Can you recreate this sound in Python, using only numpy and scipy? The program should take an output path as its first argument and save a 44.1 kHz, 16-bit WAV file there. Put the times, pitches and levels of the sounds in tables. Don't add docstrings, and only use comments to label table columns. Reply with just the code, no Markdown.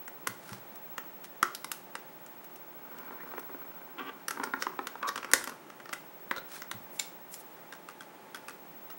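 import sys
import numpy as np
from scipy import signal
from scipy.fft import rfft, irfft, next_fast_len
from scipy.io import wavfile

SR = 44100
rng = np.random.default_rng(int(sys.argv[2]) if len(sys.argv) > 2 else 0)


def to_wav(s):
    ch = np.atleast_2d(s).T
    pcm = np.round(np.clip(ch, -1, 1) * 32767)
    wavfile.write(sys.argv[1], SR, pcm.astype(np.int16))


N = 396018
TIME = np.arange(N) / SR
RING = np.arange(SR // 4) / SR


def undb(db):
    return 10 ** (np.asarray(db) / 20)


def unit(x):
    return x / np.sqrt(np.mean(x ** 2))


def strike(x, db):
    return x * undb(db) / np.std(x[:SR // 100])


def add(out, s, x):
    i = int(s * SR)
    out[i:i + len(x)] += x[:N - i]


def band(x, hz, kind, order=3):
    return signal.sosfilt(signal.butter(order, hz, kind, fs=SR, output="sos"), x)


def colour(x, points):
    hz, db = np.transpose(points)
    size = next_fast_len(len(x))
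    freqs = np.maximum(np.fft.rfftfreq(size, 1 / SR), 1)
    gain = undb(np.interp(np.log(freqs), np.log(hz), db))
    return irfft(rfft(x, size) * gain, size)[:len(x)]


def fade(t, t60):
    return np.exp(-np.log(1000) * t / t60)


def swells(rows):
    return sum(undb(db) * np.exp(-.5 * ((TIME - s) / half) ** 2) for s, half, db in rows)


def walk(rate):
    targets = rng.standard_normal(int(N / SR * rate) + 2)
    return np.interp(TIME * rate, np.arange(len(targets)), targets)


def ring(notes, scatter_db, detune):
    hz, db, t60 = np.transpose(notes)[:, :, None]
    louder, higher, flip = rng.standard_normal((3, len(notes), 1))
    strength = np.sign(flip) * undb(db + scatter_db * louder) * fade(RING, t60)
    return np.sum(strength * np.sin(2 * np.pi * hz * (1 + detune * higher) * RING), axis=0)


def grains(rate, scatter_db):
    slips = (rng.random(N) < rate / SR) * rng.choice([-1, 1], N)
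    return unit(slips * undb(scatter_db * rng.standard_normal(N)))


# frequency in Hz, boost or cut in dB.
AIR_COLOUR = [(25, -43), (85, -26), (161, -4.5), (247, -6.5), (368, -2), (480, -8.5), (520, -4.5),
              (840, -7), (1970, -14), (4300, -25.5), (11500, -29), (14500, -32.5)]
# pitch in Hz, level in dB.
FAN_TONES = [(817, -68), (875, -64)]
def fan(air_db=-53, waver=0.00374):
    air = unit(colour(rng.standard_normal(N), AIR_COLOUR)) * undb(air_db + .5 * walk(rate=3.3))
    tones = 0
    for hz, db in FAN_TONES:
        gain = undb(db + walk(rate=2.5))
        phase = 2 * np.pi * hz * np.cumsum(1 + waver * walk(rate=26)) / SR
        tones += gain * unit(np.sin(phase))
    return air + tones


# time in seconds, level in dB before lift_db is added.
WHISTLE_LEVELS = [(0.0, -48), (0.45, -58), (0.9, -48), (1.6, -57), (3.6, -48), (4.35, -60), (4.5, -52),
                  (5.1, -56), (5.4, -70), (6.3, -51), (7.35, -54), (8.25, -65), (8.98, -48)]
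def whistle(line_hz=(15734.3, 15747.3), second_db=-5, lift_db=2):
    s, db = np.transpose(WHISTLE_LEVELS)
    first, second = (np.sin(2 * np.pi * hz * TIME) for hz in line_hz)
    return unit(first + undb(second_db) * second) * undb(np.interp(TIME, s, db) + lift_db)


# pitch in Hz, strength in dB, fade time in seconds.
SHELL_NOTES = [(280, -10.5, 0.0454), (382, -6.5, 0.0683), (531.1, -4.5, 0.06), (875, -9.5, 0.037),
               (950, 0, 0.025), (1151, 7, 0.02), (1410.7, 7.5, 0.03), (1626, 3.5, 0.022), (1927, 3, 0.021),
               (2240, -9, 0.037)]
# frequency in Hz, boost or cut in dB.
CRACK_COLOUR = [(1500, 1), (2800, 2.5), (4000, -1), (5400, 3.5), (6900, 1), (9000, 1), (11500, 2.5),
                (15500, -7.5)]
def buckle(flex_db, panel_db, crack_db, length_s, crack_t60=0.01994, sizzle_db=-22, sizzle_t60=0.37):
    hz, db = np.transpose(CRACK_COLOUR)
    db_per_octave = 0.93 * min(crack_db - panel_db, 0)
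    crease_db = 5 * rng.uniform(-1.2, 1, len(hz))
    curve = np.c_[hz, db + crease_db + db_per_octave * np.log2(hz / hz[0])]
    noise = colour(rng.standard_normal(len(RING)), curve)
    after = np.maximum(RING - length_s / 2, 0)
    swell = np.minimum(RING / (length_s / 2 + 1 / SR), 1)
    crack = noise * swell * (fade(after, crack_t60) + undb(sizzle_db) * fade(after, sizzle_t60))
    body = 0.57 * ring(SHELL_NOTES, scatter_db=0.5, detune=0.044) + undb(2) * crack
    jump = int(length_s / 2 * SR)
    body[jump:] += ring(SHELL_NOTES, scatter_db=3, detune=0.0282)[:len(RING) - jump]
    lows = strike(band(body, [150, 720], "band", order=2), flex_db)
    mids = strike(band(body, [760, 2250], "band"), panel_db - 0.5)
    highs = strike(band(crack, 2300, "high", order=2), crack_db)
    return lows + mids + highs


def click(panel_db, sharp_db, length_s):
    flex_db = panel_db - 14 - 0.5 * sharp_db
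    return buckle(flex_db, panel_db, panel_db + sharp_db, length_s)


# start in seconds, rough panel level in dB, sharpness in dB
CLICKS = [(0.078, -43, -6), (0.2667, -40.5, -12.5), (0.2715, -28.5, -3), (0.491, -47.5, -3.5),
          (0.53, -44, -3.5), (0.756, -54.5, 0), (0.98, -34, -7), (1.5487, -50.5, 13.5), (1.6441, -38, -1.5),
          (1.716, -39, 6), (1.9526, -35.5, -6.5), (2.262, -54, 1), (2.443, -56.5, 3), (2.5582, -57, 3.5),
          (2.9844, -51.5, -2), (3.394, -56, 6.5), (4.2822, -33, 0), (4.3076, -34, -3.5),
          (4.4373, -35, -3.5), (4.6224, -31, -3.5), (4.87, -35, -3.5), (5.0276, -34.5, -9),
          (5.088, -31, -5.5), (5.1577, -34.5, -6), (5.1768, -35, -6), (5.2286, -39, -7.5), (5.245, -36, -8),
          (5.3146, -38.5, -1), (5.44, -40, 0), (5.473, -37, -4), (5.494, -42.5, -3.5), (5.7, -45.5, -8.5),
          (5.7997, -47, -9), (5.855, -45, -9), (5.891, -43.5, -7), (5.9283, -35, -6), (5.933, -37.5, -2),
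          (6.3114, -27, -9), (6.6187, -41.5, -3.5), (6.713, -35.5, -2.5)]
def clicks(usual_s=0.00186, usual_crack_db=-42, halving_db=13.5):
    out = np.zeros(N)
    for s, panel_db, sharp_db in CLICKS:
        length_s = usual_s * 2 ** ((usual_crack_db - panel_db - sharp_db) / halving_db)
        add(out, s, click(panel_db, sharp_db, length_s))
    return out


# start in seconds, level in dB.
BUMPS = [(0.286, -57), (.517, -52.5), (6.742, -56)]
# pitch in Hz, strength in dB, fade time in seconds.
DESK_NOTES = [(118, 0, 0.17), (194.3, 3.5, 0.13)]
def bumps(rise_s=0.007):
    out = np.zeros(N)
    for s, db in BUMPS:
        desk = ring(DESK_NOTES, scatter_db=1, detune=.02)
        add(out, s, undb(db) * unit(desk * (1 - np.exp(-RING / rise_s))))
    return out


# middle in seconds, half length in seconds, level in dB.
BRUSHES = [(0.5, 0.064, -54), (1.25, 0.0072, -47.5), (6.553, 0.041, -47)]
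# frequency in Hz, boost or cut in dB.
BRUSH_COLOUR = [(400, -8), (1400, 12), (2500, 4), (11000, 1), (15000, -11.5)]
def brushes():
    return swells(BRUSHES) * unit(colour(grains(rate=6200, scatter_db=8), BRUSH_COLOUR))


# start in seconds, rough panel level in dB, sharpness in dB,
# flap level in dB, the flap's first pitch in Hz.
SNAPS = [(1.4284, -26.5, -5, -19, 1470), (5.3349, -22, 2.5, -27.5, 2000)]
# pitch in Hz, strength in dB, fade time in seconds.
SEAM_NOTES = [(1987, 3.5, 0.02), (6800, 1.5, .014), (11484, 4, 0.0073)]
def snaps(rest_hz=1260, sag_s=0.00418, rise_s=0.00109, flap_t60=0.017, flutter=0.13):
    out = np.zeros(N)
    for s, panel_db, sharp_db, flap_db, start_hz in SNAPS:
        hz = rest_hz + (start_hz - rest_hz) * np.exp(-RING / sag_s)
        hz *= 1 + flutter * walk(rate=600)[:len(RING)]
        swing = (1 - np.exp(-(RING / rise_s) ** 2)) * fade(RING, flap_t60)
        flap = swing * np.sin(2 * np.pi * np.cumsum(hz) / SR)
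        seam = ring(SEAM_NOTES, scatter_db=1, detune=.01)
        crack_db = panel_db + sharp_db
        shell = buckle(panel_db - 8, panel_db, crack_db, length_s=0.00099)
        add(out, s, shell + strike(seam, crack_db - 1) + strike(flap, flap_db))
    return out


# time in seconds, level in dB.
DRAG_LEVELS = [(2.6, -63.5), (3.0, -51), (3.3, -50.5), (3.7, -56.5), (4.26, -56.5), (4.4, -46), (4.72, -56),
               (5.05, -52), (5.5, -50), (5.6, -71), (6.1, -78.5)]
# frequency in Hz, boost or cut in dB.
DRAG_COLOUR = [(80, -10), (260, 4.5), (540, -4), (850, -3), (1400, -5), (1900, -12), (2600, 2.5),
               (12000, -3)]
def drag(fingers=4, grit_db=-3):
    s, db = np.transpose(DRAG_LEVELS)
    body = 0
    for _ in range(fingers):
        spot = ring(SHELL_NOTES, scatter_db=0, detune=0.067)
        grit = undb(grit_db) * rng.standard_normal(len(RING)) * fade(RING, 0.0037)
        slips = grains(rate=65, scatter_db=4.5)
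        body += signal.fftconvolve(slips, spot + grit)[:N]
    return unit(colour(body, DRAG_COLOUR)) * undb(np.interp(TIME, s, db, left=-120, right=-120))


# start in seconds, panel level in dB before filtering,
# boom in dB compared with the panel.
KNOCKS = [(3.108, -46, -3), (3.338, -43, -2.5), (3.38, -38.5, -3.5), (3.5, -50, 4), (3.546, -48, 2),
          (4.373, -40, -4), (4.399, -33.5, -4.5), (4.4344, -32.5, -5.5), (4.4722, -40.5, -2),
          (4.5369, -27.5, -14), (4.6676, -28.5, -10.5), (4.7907, -31, -5.5), (4.955, -40, -14)]
# frequency in Hz, boost or cut in dB.
KNOCK_COLOUR = [(385, 2.5), (540, -17.5), (850, 18.5), (1200, 5)]
def knocks(contact_db=-3, contact_t60=0.0098):
    out = np.zeros(N)
    hz, db, t60 = np.transpose(SHELL_NOTES)
    notes = np.c_[hz, db + np.interp(hz, *np.transpose(KNOCK_COLOUR)), t60]
    deep = hz < 700
    for s, panel_db, boom_db in KNOCKS:
        push = rng.standard_normal(len(RING)) * fade(RING, contact_t60)
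        contact = strike(band(push, [900, 2000], "band", order=1), contact_db)
        panel, boom = (ring(part, scatter_db=3, detune=0.0406) for part in (notes[~deep], notes[deep]))
        add(out, s, strike(panel + contact, panel_db) + strike(boom, panel_db + boom_db))
    thin = band(out, 250, "high")
    return band(thin, 3800, "low", order=1)


# time in seconds, slips per second, level in dB.
SQUEAKS = [
    [(3.186, 1900, -55), (3.196, 1700, -50), (3.228, 2000, -56)],
    [(5.02, 1120, -60), (5.03, 1130, -35.5), (5.06, 1140, -34), (5.097, 1200, -35.5), (5.118, 1050, -56)],
]
def squeak(curve, jitter=0.0953, overtone_db=-20):
    s, hz, db = np.transpose(curve)
    phase = 2 * np.pi * np.cumsum(np.interp(TIME, s, hz) * (1 + jitter * walk(rate=1100))) / SR
    tone = np.sin(phase) + undb(overtone_db) * np.sin(2 * phase)
    tone *= undb(3 * walk(rate=300))
    return unit(tone) * undb(np.interp(TIME, s, db, left=-120, right=-120))


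# time in seconds, slips per second, level in dB.
CREAK = [(3.981, 334, -46), (3.988, 377, -36), (4.04, 380, -47), (4.098, 380, -40), (4.11, 375, -64)]
# frequency in Hz, boost or cut in dB.
CREAK_COLOUR = [(100, -34), (280, 14), (380, 0.5), (700, -3), (1080, 4.5), (1370, -4), (1900, -4),
                (3200, 3), (4000, -16)]
def creak(jitter=.06, scatter_db=4.5, rasp_db=-4):
    s, hz, db = np.transpose(CREAK)
    cycles = np.cumsum(np.interp(TIME, s, hz) * (1 + jitter * walk(rate=290))) / SR
    slips = np.diff(np.floor(cycles), prepend=0) * undb(scatter_db * rng.standard_normal(N))
    body = signal.fftconvolve(slips, ring(SHELL_NOTES, scatter_db=1, detune=.01))[:N]
    rasp = rng.standard_normal(N) * (1 - cycles % 1) ** 2
    sound = unit(body) + undb(rasp_db) * unit(band(rasp, 5200, "low"))
    return unit(colour(sound, CREAK_COLOUR)) * undb(np.interp(TIME, s, db, left=-120, right=-120))


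# middle in seconds, half length in seconds, level in dB.
SCRAPES = [(4.622, 0.015, -44), (5.083, 0.0063, -34.5)]
# pitch in Hz, strength in dB, fade time in seconds.
NAIL_NOTES = [(530, -7, 0.039), (1430, -0.5, 0.03), (3740, -2.5, 0.013), (4170, -10, 0.019),
              (5500, -11, 0.012)]
def scrapes(catch_hz=450, jitter=.15, rasp_db=-4):
    cycles = np.cumsum(catch_hz * (1 + jitter * walk(rate=catch_hz))) / SR
    catches = np.diff(np.floor(cycles), prepend=0)
    rim = signal.fftconvolve(catches, ring(NAIL_NOTES, scatter_db=1, detune=.02))[:N]
    rasp = band(rng.standard_normal(N) * (1 - cycles % 1) ** 2, [4800, 6600], "band", order=1)
    return swells(SCRAPES) * unit(unit(rim - rim.mean()) + undb(rasp_db) * unit(rasp))


# start in seconds, level in dB.
NAIL_SKIPS = [(6.363, -39), (6.3717, -41), (6.381, -39)]
def nail_skips(rasp_db=-7, rasp_t60=0.069):
    out = np.zeros(N)
    for s, db in NAIL_SKIPS:
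        rasp = band(rng.standard_normal(len(RING)), [400, 4500], "band", order=1) * fade(RING, rasp_t60)
        rim = ring(NAIL_NOTES, scatter_db=3, detune=0.011)
        add(out, s, strike(rim + undb(rasp_db) * rasp, db))
    return out


# middle in seconds, half length in seconds, level in dB.
SLIDES = [(6.963, 0.025, -55.5), (7.342, 0.017, -47), (7.403, 0.0121, -53)]
HISS_HZ = [7100, 13500]
def blade_slides():
    return swells(SLIDES) * unit(band(rng.standard_normal(N), HISS_HZ, "band", order=1))


# start in seconds, ring in dB, tick in dB.
CLINKS = [(6.9929, -44.5, -41.5), (6.9963, -31, -33.5), (7.341, -47, -47)]
# pitch in Hz, strength in dB, fade time in seconds.
STEEL_NOTES = [(2190, -11, 0.051), (3520, -5, 0.0245), (4330, -8, 0.027), (5227, -14, 0.055),
               (7240, 15.5, 0.0068)]
def blade_clinks(touch_s=0.000255, tick_t60=0.017, shimmer_db=-19, shimmer_t60=0.306):
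    out = np.zeros(N)
    rise = 1 - np.exp(-RING / touch_s)
    for s, ring_db, tick_db in CLINKS:
        steel = sum(ring(STEEL_NOTES, scatter_db=1, detune=.02) for blade in range(2))
        noise = band(colour(rng.standard_normal(len(RING)), CRACK_COLOUR), [2000, 9000], "band", order=1)
        tick = noise * (fade(RING, tick_t60) + undb(shimmer_db) * fade(RING, shimmer_t60))
        add(out, s, strike(steel * rise, ring_db) + strike(tick * rise, tick_db))
    return out


# start in seconds, ring level in dB, pitch of the touched wall in Hz.
TAPS = [(7.7233, -45, 1620), (7.886, -46.5, 1230), (8.0063, -47.5, 1520), (8.3451, -41, 1520),
        (8.482, -41.5, 1167), (8.9007, -49, 1310)]
# multiple of its pitch, strength in dB, fade time in seconds.
WALL_NOTES = [(1, 3, 0.026), (2.2, -2.5, 0.019)]
def blade_taps(skid_s=.013, softer_db=4.5, touch_s=0.00395, catches=3):
    out = np.zeros(N)
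    for s, db, hz in TAPS:
        wall = ring(np.array(WALL_NOTES) * [hz, 1, 1], scatter_db=1, detune=.01)
        add(out, s, strike(wall * (1 - np.exp(-RING / touch_s)), db))
        for k, early in enumerate(rng.random(catches)):
            tick = click(db - 0.5 - softer_db * k, sharp_db=-4.5, length_s=touch_s)
            add(out, s + skid_s * k * (1 - early / 4), tick)
    return out


# frequency in Hz, boost or cut in dB.
ECHO_COLOUR = [(150, 2.5), (1400, -0.5), (7000, -1.5), (15000, -10)]
def room(x, near_db=-19, near_t60=0.059, far_db=-15, far_t60=0.332, treble_t60=0.14):
    t = TIME[:SR // 2]
    near, far = (colour(rng.standard_normal(len(t)), ECHO_COLOUR) for _ in range(2))
    near = near * fade(t, near_t60) * (t > .003)
    dull = band(far, 4000, "low", order=1)
    far = (dull * fade(t, far_t60) + (far - dull) * fade(t, treble_t60)) * (t > .0072)
    echo = (undb(near_db) * unit(near) + undb(far_db) * unit(far)) / np.sqrt(len(t))
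    return x + signal.fftconvolve(x, echo)[:N]


def scene():
    plastic = clicks() + brushes() + snaps() + drag() + knocks()
    plastic += sum(map(squeak, SQUEAKS)) + creak() + scrapes() + nail_skips()
    scissors = blade_slides() + blade_clinks() + blade_taps()
    return (room(plastic + scissors + bumps()) + fan() + whistle())[None]


def record(dry, top_hz=16200):
    treble_cut = signal.ellip(10, .1, 80, top_hz, fs=SR, output="sos")
    return signal.sosfilt(treble_cut, np.clip(dry, -1, 1))


dry = scene()
out = record(dry)
to_wav(out)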